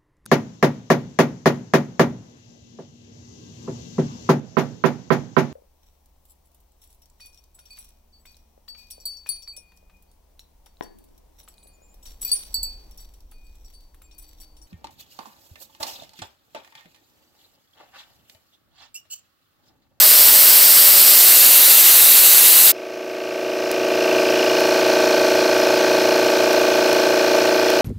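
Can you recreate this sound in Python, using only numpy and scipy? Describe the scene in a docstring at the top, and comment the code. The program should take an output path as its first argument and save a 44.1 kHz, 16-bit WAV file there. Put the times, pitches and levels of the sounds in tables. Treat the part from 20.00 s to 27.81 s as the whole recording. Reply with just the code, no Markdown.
"""Air gun on a turbocharger wheel

A motor-driven piston compressor runs across the yard: knocks repeat every turn, valve plates ring, noise
swells on the strokes, and the motor hums. Close to the camera an air gun hisses and roars into a
turbocharger wheel, whose hum slowly falls, until the gun is shut off. The camera's gain control, pulled
down by the hiss, climbs back afterwards. A few sharp ticks pass over the hum.
"""
import sys
import numpy as np
from scipy import signal
from scipy.fft import rfft, irfft, next_fast_len
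from scipy.io import wavfile
from scipy.ndimage import uniform_filter1d, map_coordinates

SR = 44100
rng = np.random.default_rng(int(sys.argv[2]) if len(sys.argv) > 2 else 0)


def dump(signal):
    """Clip the signal to [-1, 1] and save it as 16-bit WAV at the path in sys.argv[1]."""
    limited = np.clip(np.atleast_2d(signal).T, -1, 1)
    pcm = np.round(limited * 32767).astype(np.int16)
    wavfile.write(sys.argv[1], SR, pcm)


def makeup_ratio(level_db):
    """Linear amplitude ratio for a level in decibels (20 dB per factor of ten)."""
    decades = np.asarray(level_db, float) / 20
    return 10 ** decades


N = 344421


def unit(x):
    """Scale to rms 1."""
    return x / np.sqrt(np.mean(x ** 2) + 1e-20)


def along(points, hz):
    """Read (Hz, value) points on a log frequency axis."""
    f, v = np.transpose(points)
    return np.interp(np.log(hz + 1), np.log(f + 1), v)


def curves(rows):
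    """One value per sample for each column after the time."""
    s, *columns = np.transpose(rows)
    return [np.interp(np.arange(N) / SR, s, column) for column in columns]


def wobble(rate):
    """A smooth random curve through normally distributed knots, rate of them a second."""
    knots = rng.standard_normal(int(N * rate / SR) + 4)
    return map_coordinates(knots, [np.arange(N) * rate / SR])


def filtered(x, response):
    """Multiply the spectrum of x by a response of frequency."""
    m = next_fast_len(N + 8192)
    return irfft(rfft(x, m) * response(np.fft.rfftfreq(m, 1 / SR)), m)[..., :N]


def rush(gain, patchy_db):
    """Noise of rms 1 with a colour, and a random gain in patches of time and frequency."""
    z = signal.stft(rng.standard_normal(N), nperseg=512)[2]
    field = uniform_filter1d(rng.standard_normal(z.shape), 6, 0)
    field = unit(uniform_filter1d(field, 10, 1))
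    noise = signal.istft(z * makeup_ratio(patchy_db * field), nperseg=512)[1][:N]
    return unit(filtered(noise, gain))


def lifted(spectrum, peaks, lift):
    """A noise colour raised at a few resonances."""
    def response(hz):
        boost = 1 + sum(lift / (1 + ((hz - c) / w) ** 2) for c, w in peaks)
        return makeup_ratio(along(spectrum, hz)) * boost
    return response


# Knocks of piston, pipe and tank, once a turn. Each row: share of a turn (0-1), ring in Hz, t60 in seconds,
# relative level in dB with the camera high, the same with it low (both before the treble tilt).
PUMP_KNOCKS = [(.177, 651, .028, 3.4, 6.6), (.185, 1247, .039, -6.2, -6.6), (.257, 872, .05, -10.8, -1.5),
               (.303, 582, .15, 4.6, 5), (.307, 1144, .012, -.3, 1.4), (.353, 327, .081, 4.8, 5.1),
               (.44, 618, .043, 3.2, 4.4), (.464, 1453, .02, -30, -3.5), (.484, 2470, .05, -30, -14),
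               (.604, 366, .124, 5.6, 3.5), (.621, 691, .121, -5.3, -19), (.805, 453, .15, -4.1, -5.8),
               (.861, 1188, .127, -12, -17), (.932, 838, .141, -12.3, -11.2), (.933, 482, .15, -7.6, -7.1),
               (.985, 1541, .077, -13.5, -8.8), (.99, 2470, .05, -30, -14), (.999, 242, .15, -10, -9)]
# Lowest pressure tones. Each row: multiple of shaft speed, level in dB against all the knocks.
PRESSURE_TONES = [(3, -51), (4, -38.5), (5, -47), (6, -33), (7, -37.5)]
# Fine tones of small parts. Each row: frequency in Hz, mean level in dB a tone with the camera low,
# against all the knocks.
FINE_TONES = [(1000, -44), (1150, -38), (1280, -38), (1750, -30.5), (2100, -37.5), (2500, -34.5),
              (2750, -46)]


def pump(turn, view):
    """Every turn repeats the same knocks, each ringing in its own part of the pump."""
    order = np.arange(100)  # multiples of shaft speed
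    share, hz, t60, db_high, db_low = np.transpose(PUMP_KNOCKS)[:, :, None]
    tone_hz = order * np.mean(SHAFT_SPEED, 0)[1]
    s, w, damping = 2j * np.pi * tone_hz, 2 * np.pi * hz, np.log(1000) / t60
    rise_s, bass_cut_hz = .0003, 230  # little radiates below the bass cut

    def ring(damping):
        return w / ((s + damping) ** 2 + w * w)

    knock = ring(damping) - ring(damping + 1 / rise_s)
    knock = knock * np.exp(-2j * np.pi * share * order)
    # treble tilt of the knocks: 2.5 dB per kHz
    tilted = (s / (s + 2 * np.pi * bass_cut_hz)) ** 2 * makeup_ratio(2.5 * tone_hz / 1000)
    tilted = tilted * (order > PRESSURE_TONES[-1][0])

    random_phase = np.exp(2j * np.pi * rng.random(len(order)))
    scatter_db = 2.5 * rng.standard_normal(len(order))
    fine = makeup_ratio(along(FINE_TONES, tone_hz) + scatter_db) * (tone_hz > FINE_TONES[0][0])
    deep = sum(makeup_ratio(db) * (order == round(k)) for k, db in PRESSURE_TONES)

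    spectra = []
    for db, fine_db in [(db_high, -1), (db_low, 0)]:
        z = tilted * (makeup_ratio(db) * knock).sum(0)
        z = z / np.linalg.norm(z)  # the knocks together have rms 1
        spectra.append(np.sqrt(2) * (z + (deep + makeup_ratio(fine_db) * fine) * random_phase))

    size, out = 4096, 0  # points in the waveform of one turn
    for low, high in [(0, 14), (14, 25), (25, 45), (45, 99)]:  # bands of tones shake on their own
        shaken = (turn + .0007 * wobble(25)) % 1  # strokes differ slightly in timing
        band = (order > low) & (order <= high)
        cycles = [irfft(z * band, size) * size / 2 for z in spectra]
        above, level = (np.interp(shaken, np.arange(size) / size, c, period=1) for c in cycles)
        out = out + makeup_ratio(0.36 * wobble(22)) * ((1 - view) * above + view * level)
    return out


def valves(turn, plates):
    """Each plate strikes its seat once a turn, a little early or late, harder or softer."""
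    out, t = np.zeros(N), np.arange(1024) / SR
    count = int(N / SR * 30)  # enough turns for the whole scene
    for share, hz, t60, db in plates:
        chance = rng.standard_normal((count, 2))
        late = .0012 * chance[:, 0]  # in turns
        strike_turn = np.floor(turn[0]) + np.arange(count) + share + late
        at = np.interp(strike_turn, turn, np.arange(N))
        force = makeup_ratio(db + 2 * chance[:, 1]) * (at > 0) * (at < N - 1)
        blows = np.bincount(at.astype(int), force, N)
        ring = makeup_ratio(-60 * t / t60) * (1 - np.exp(-t / 0.00037)) * np.sin(2 * np.pi * hz * t)
        out += signal.fftconvolve(blows, ring)[:N]
    return unit(out)


# Colour of the air and metal noise; the step up above 11 kHz is not the pump's own.
# Each row: frequency in Hz, relative density in dB per Hz.
RATTLE_COLOUR = [(24, -83), (60, -38), (200, -24), (400, -21), (620, -4.5), (800, -20.5), (1000, -19),
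                 (1150, -18.5), (1290, -22.5), (1600, -18), (1900, -19.5), (2100, -27), (2500, -20.5),
                 (3500, -22), (6000, -21.5), (7200, -29.5), (11000, -36.5), (11500, -30.5), (15700, -35)]
# Head and tank resonances that lift it. Each row: centre in Hz, half width in Hz before a 0.98 scaling,
# lift in dB before a 0.66 scaling of its amplitude.
HEAD_RESONANCES = [(1470, 57, -28), (2520, 37, -12), (3180, 470, -8), (4280, 210, -3.5), (4975, 16, 10),
                   (5270, 37, 9), (5820, 170, -3.5)]


def rattle(turn):
    """Air and loose metal noise, swelling on both strokes of the piston."""
    def colour(hz):
        lift = 1 + sum(0.66 * makeup_ratio(db) / (1 + ((hz - c) / (0.98 * w)) ** 2) for c, w, db in HEAD_RESONANCES)
        return makeup_ratio(along(RATTLE_COLOUR, hz)) * lift

    angle = 2 * np.pi * (turn - .37)
    strokes_db = 1.94 * np.cos(2 * angle) + 0.2 * np.cos(angle)
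    return unit(makeup_ratio(strokes_db) * rush(colour, patchy_db=0.5))


# Compressor shaft. Each row: time in seconds, speed in turns per second.
SHAFT_SPEED = [(0, 28.582), (7.8, 28.553)]
# The camera sinks to the level of the bench. Each row: time in seconds, how far lowered (0-1).
CAMERA_HEIGHT = [(0, 0.34), (2.8, 0.19), (3.8, 0.35), (4.15, 0.42), (4.3, .48), (4.5, 0.59), (4.7, 0.8),
                 (4.9, 0.93), (7.8, 0.9)]
# What reaches it at each height. Each row: how far lowered (0-1), pump in dB, four valve groups in dB,
# rattle in dB, all before the shielding.
HEIGHT_LEVELS = [(0, -28, -37, -50, -52, -60, -42), (.45, -33.5, -57.5, -47, -51, -58, -42.5),
                 (.6, -33.5, -55.5, -54, -45.5, -53, -41), (1, -32.5, -51.5, -57, -56.5, -50.5, -40)]
# Valve plates in four groups. Each row: share of a turn (0-1), ring in Hz, t60 in seconds,
# mean level in dB within the group.
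VALVE_GROUPS = [
    [(0.05, 2200, 0.047, -5.5), (.94, 2390, .015, -2.5), (.38, 2540, 0.023, 0), (0.7, 2700, 0.023, -9)],
    [(.93, 2700, 0.034, 0.5), (0, 2420, 0.037, -2.5), (.45, 3000, 0.027, -5), (.52, 2700, 0.019, -3)],
    [(0.92, 2870, 0.037, 0), (.06, 2290, 0.022, -4), (.45, 2500, 0.034, -3.5)],
    [(0.9, 4270, 0.024, 0.5), (.05, 4150, 0.0084, 5.5), (.46, 4300, .012, 3.5), (0.5, 6800, 0.0048, -1),
     (.84, 6060, 0.0046, -8.5), (0, 1460, 0.003, -13), (.45, 1390, 0.011, -11.5)],
]
# The compressor is partly shielded until the camera has swung round. Each row: time in seconds, gain in dB.
SHIELDING = [(0, -10.5), (1.6, -6.5), (2.8, 0)]


def compressor():
    """Pump, valves and rattle share one shaft; the motor hums at twice the mains."""
    turn = np.cumsum(curves(SHAFT_SPEED)[0]) / SR
    turn = turn - turn[round(3.695 * SR)]  # the main valve strikes at 3.695 s: turns count from there
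    view = np.clip(curves(CAMERA_HEIGHT)[0], 0, 1)
    height, *levels = np.transpose(HEIGHT_LEVELS)
    pump_db, *clack_db, rattle_db = (np.interp(view, height, db) for db in levels)

    machine = makeup_ratio(pump_db) * pump(turn, view)
    machine = machine + sum(makeup_ratio(db) * valves(turn, plates) for db, plates in zip(clack_db, VALVE_GROUPS))
    machine = machine + makeup_ratio(rattle_db) * rattle(turn)
    hum = makeup_ratio(-65) * np.sin(2 * np.pi * 120 * np.arange(N) / SR)
    return makeup_ratio(curves(SHIELDING)[0]) * machine + hum


def turbine():
    """The spun-up wheel hums once a turn, slightly unsteady and slowing, until the gun is shut off."""
    t = np.arange(N) / SR
    turns_per_s = 618 - 39 * t + 1.4 * wobble(11.9)
    phase = 2 * np.pi * np.cumsum(turns_per_s) / SR
    db = -39 - 10 * np.maximum(t - 1.1, 0) + 2 * wobble(9.9)  # fades as the view swings
    octave = makeup_ratio(-2 - 25 * t) * np.sin(2 * phase)  # soon lost
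    return (t < GUN_HISS[-1][0]) * np.sqrt(2) * makeup_ratio(db) * (np.sin(phase) + octave)


# The camera swings round the inlet. Each row: time in seconds, aim from the first view to the second (0-1).
CAMERA_AIM = [(0, .02), (1.1, .1), (1.5, .85), (2.7, .98)]
# Air gun. Each row: time in seconds, hiss level in dB before the flutter.
GUN_HISS = [(0, -8.5), (1.2, -7), (2.1, -2.5), (2.69, -5.5), (2.708, -6), (2.718, -14.5), (2.726, -59),
            (2.732, -77)]
# Inlet resonances, one list for each view. Each row: centre in Hz, half width in Hz.
INLET_RESONANCES = [
    [(4500, 80), (5000, 90), (8160, 370), (12500, 230), (13400, 140)],
    [(2720, 91), (6030, 80), (8160, 71), (10800, 260), (12500, 400), (13200, 300)],
]
# Hiss colour in the first view. Each row: frequency in Hz, relative density in dB per Hz.
FIRST_COLOUR = [(1180, -47), (2000, -18), (2340, -15), (2700, -10.5), (3560, -11), (4460, -6), (5030, -6),
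                (5480, -8.5), (6690, -12.5), (7950, -6), (8590, -6.5), (11300, -6.5), (12900, 0.5),
                (15200, -2), (15700, -13.5)]
# Hiss colour in the second view. Each row: frequency in Hz, relative density in dB per Hz.
SECOND_COLOUR = [(1180, -48), (2000, -17), (2420, -12.5), (2700, -9), (3300, -9.5), (4000, -3.5),
                 (4600, -6), (5500, -11), (6600, -8), (8000, -5), (9000, -6.5), (11200, -4), (12200, -2),
                 (13900, -4), (14600, 2.5), (15700, -11)]
# Low roar of the jet in the housing. Each row: frequency in Hz, relative density in dB per Hz.
ROAR_COLOUR = [(15, -52), (30, -35), (100, -24), (200, -14.5), (320, -10), (600, -5), (1000, -5.5),
               (1500, -3.5), (2200, -3.5), (2900, -27), (4800, -120)]


def air_gun():
    """The jet hisses on the blades and roars in the housing; the colour of the hiss follows the aim."""
    hiss_db = curves(GUN_HISS)[0]
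    aim = np.clip(curves(CAMERA_AIM)[0], 0, 1)
    first = rush(lifted(FIRST_COLOUR, INLET_RESONANCES[0], lift=0.1), patchy_db=0)
    second = rush(lifted(SECOND_COLOUR, INLET_RESONANCES[1], lift=0.61), patchy_db=1)
    hiss = np.sqrt(1 - aim) * first + np.sqrt(aim) * second
    roar = makeup_ratio(-19) * rush(lambda hz: makeup_ratio(along(ROAR_COLOUR, hz)), patchy_db=0.35)
    flutter_db = .5 * wobble(29.73) + 0.25 * wobble(8)
    is_open = np.arange(N) < GUN_HISS[-1][0] * SR  # then the trigger is let go
    return is_open * makeup_ratio(hiss_db + flutter_db) * (hiss + roar)


def scene():
    """One microphone feeds both channels."""
    return np.tile(compressor() + turbine() + air_gun(), (2, 1))


def gain_control(x, target_db, most_db, climb_db):
    """Gain drops at once for loud sound and climbs back at a steady rate in dB per second."""
    level_db = 10 * np.log10(np.abs(uniform_filter1d(x[0] ** 2, 4410)) + 1e-12)
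    wanted_db = np.minimum(target_db - level_db, most_db)
    ramp_db = climb_db * np.arange(N) / SR
    gain_db = np.minimum.accumulate(wanted_db - ramp_db) + ramp_db
    return x * makeup_ratio(uniform_filter1d(gain_db, 2205))


# Sharp ticks. Each row: time in seconds, peak in dB before the band limit.
TICK_PEAKS = [(3.7155, 0.5), (4.6064, -3), (6.532, -2), (6.9303, -0.5), (7.703, 0)]


def ticks():
    """Single-sample negative spikes."""
    out = np.zeros(N)
    for s, db in TICK_PEAKS:
        out[round(s * SR)] = -makeup_ratio(db)
    return out


def band_limit(x):
    """A steep low-pass at the top of the band."""
    return signal.sosfilt(signal.butter(12, 16760, fs=SR, output="sos"), x)


def record(dry):
    """Gain control rides the scene, ticks are added, then the band is limited and peaks clip."""
    x = gain_control(dry, target_db=-8.5, most_db=16.5, climb_db=13.5) + ticks()
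    x = filtered(x, lambda hz: hz < 15750)
    mix = np.clip(x, -1, 1)
    return band_limit(mix)


dry = scene()
out = record(dry)
dump(out)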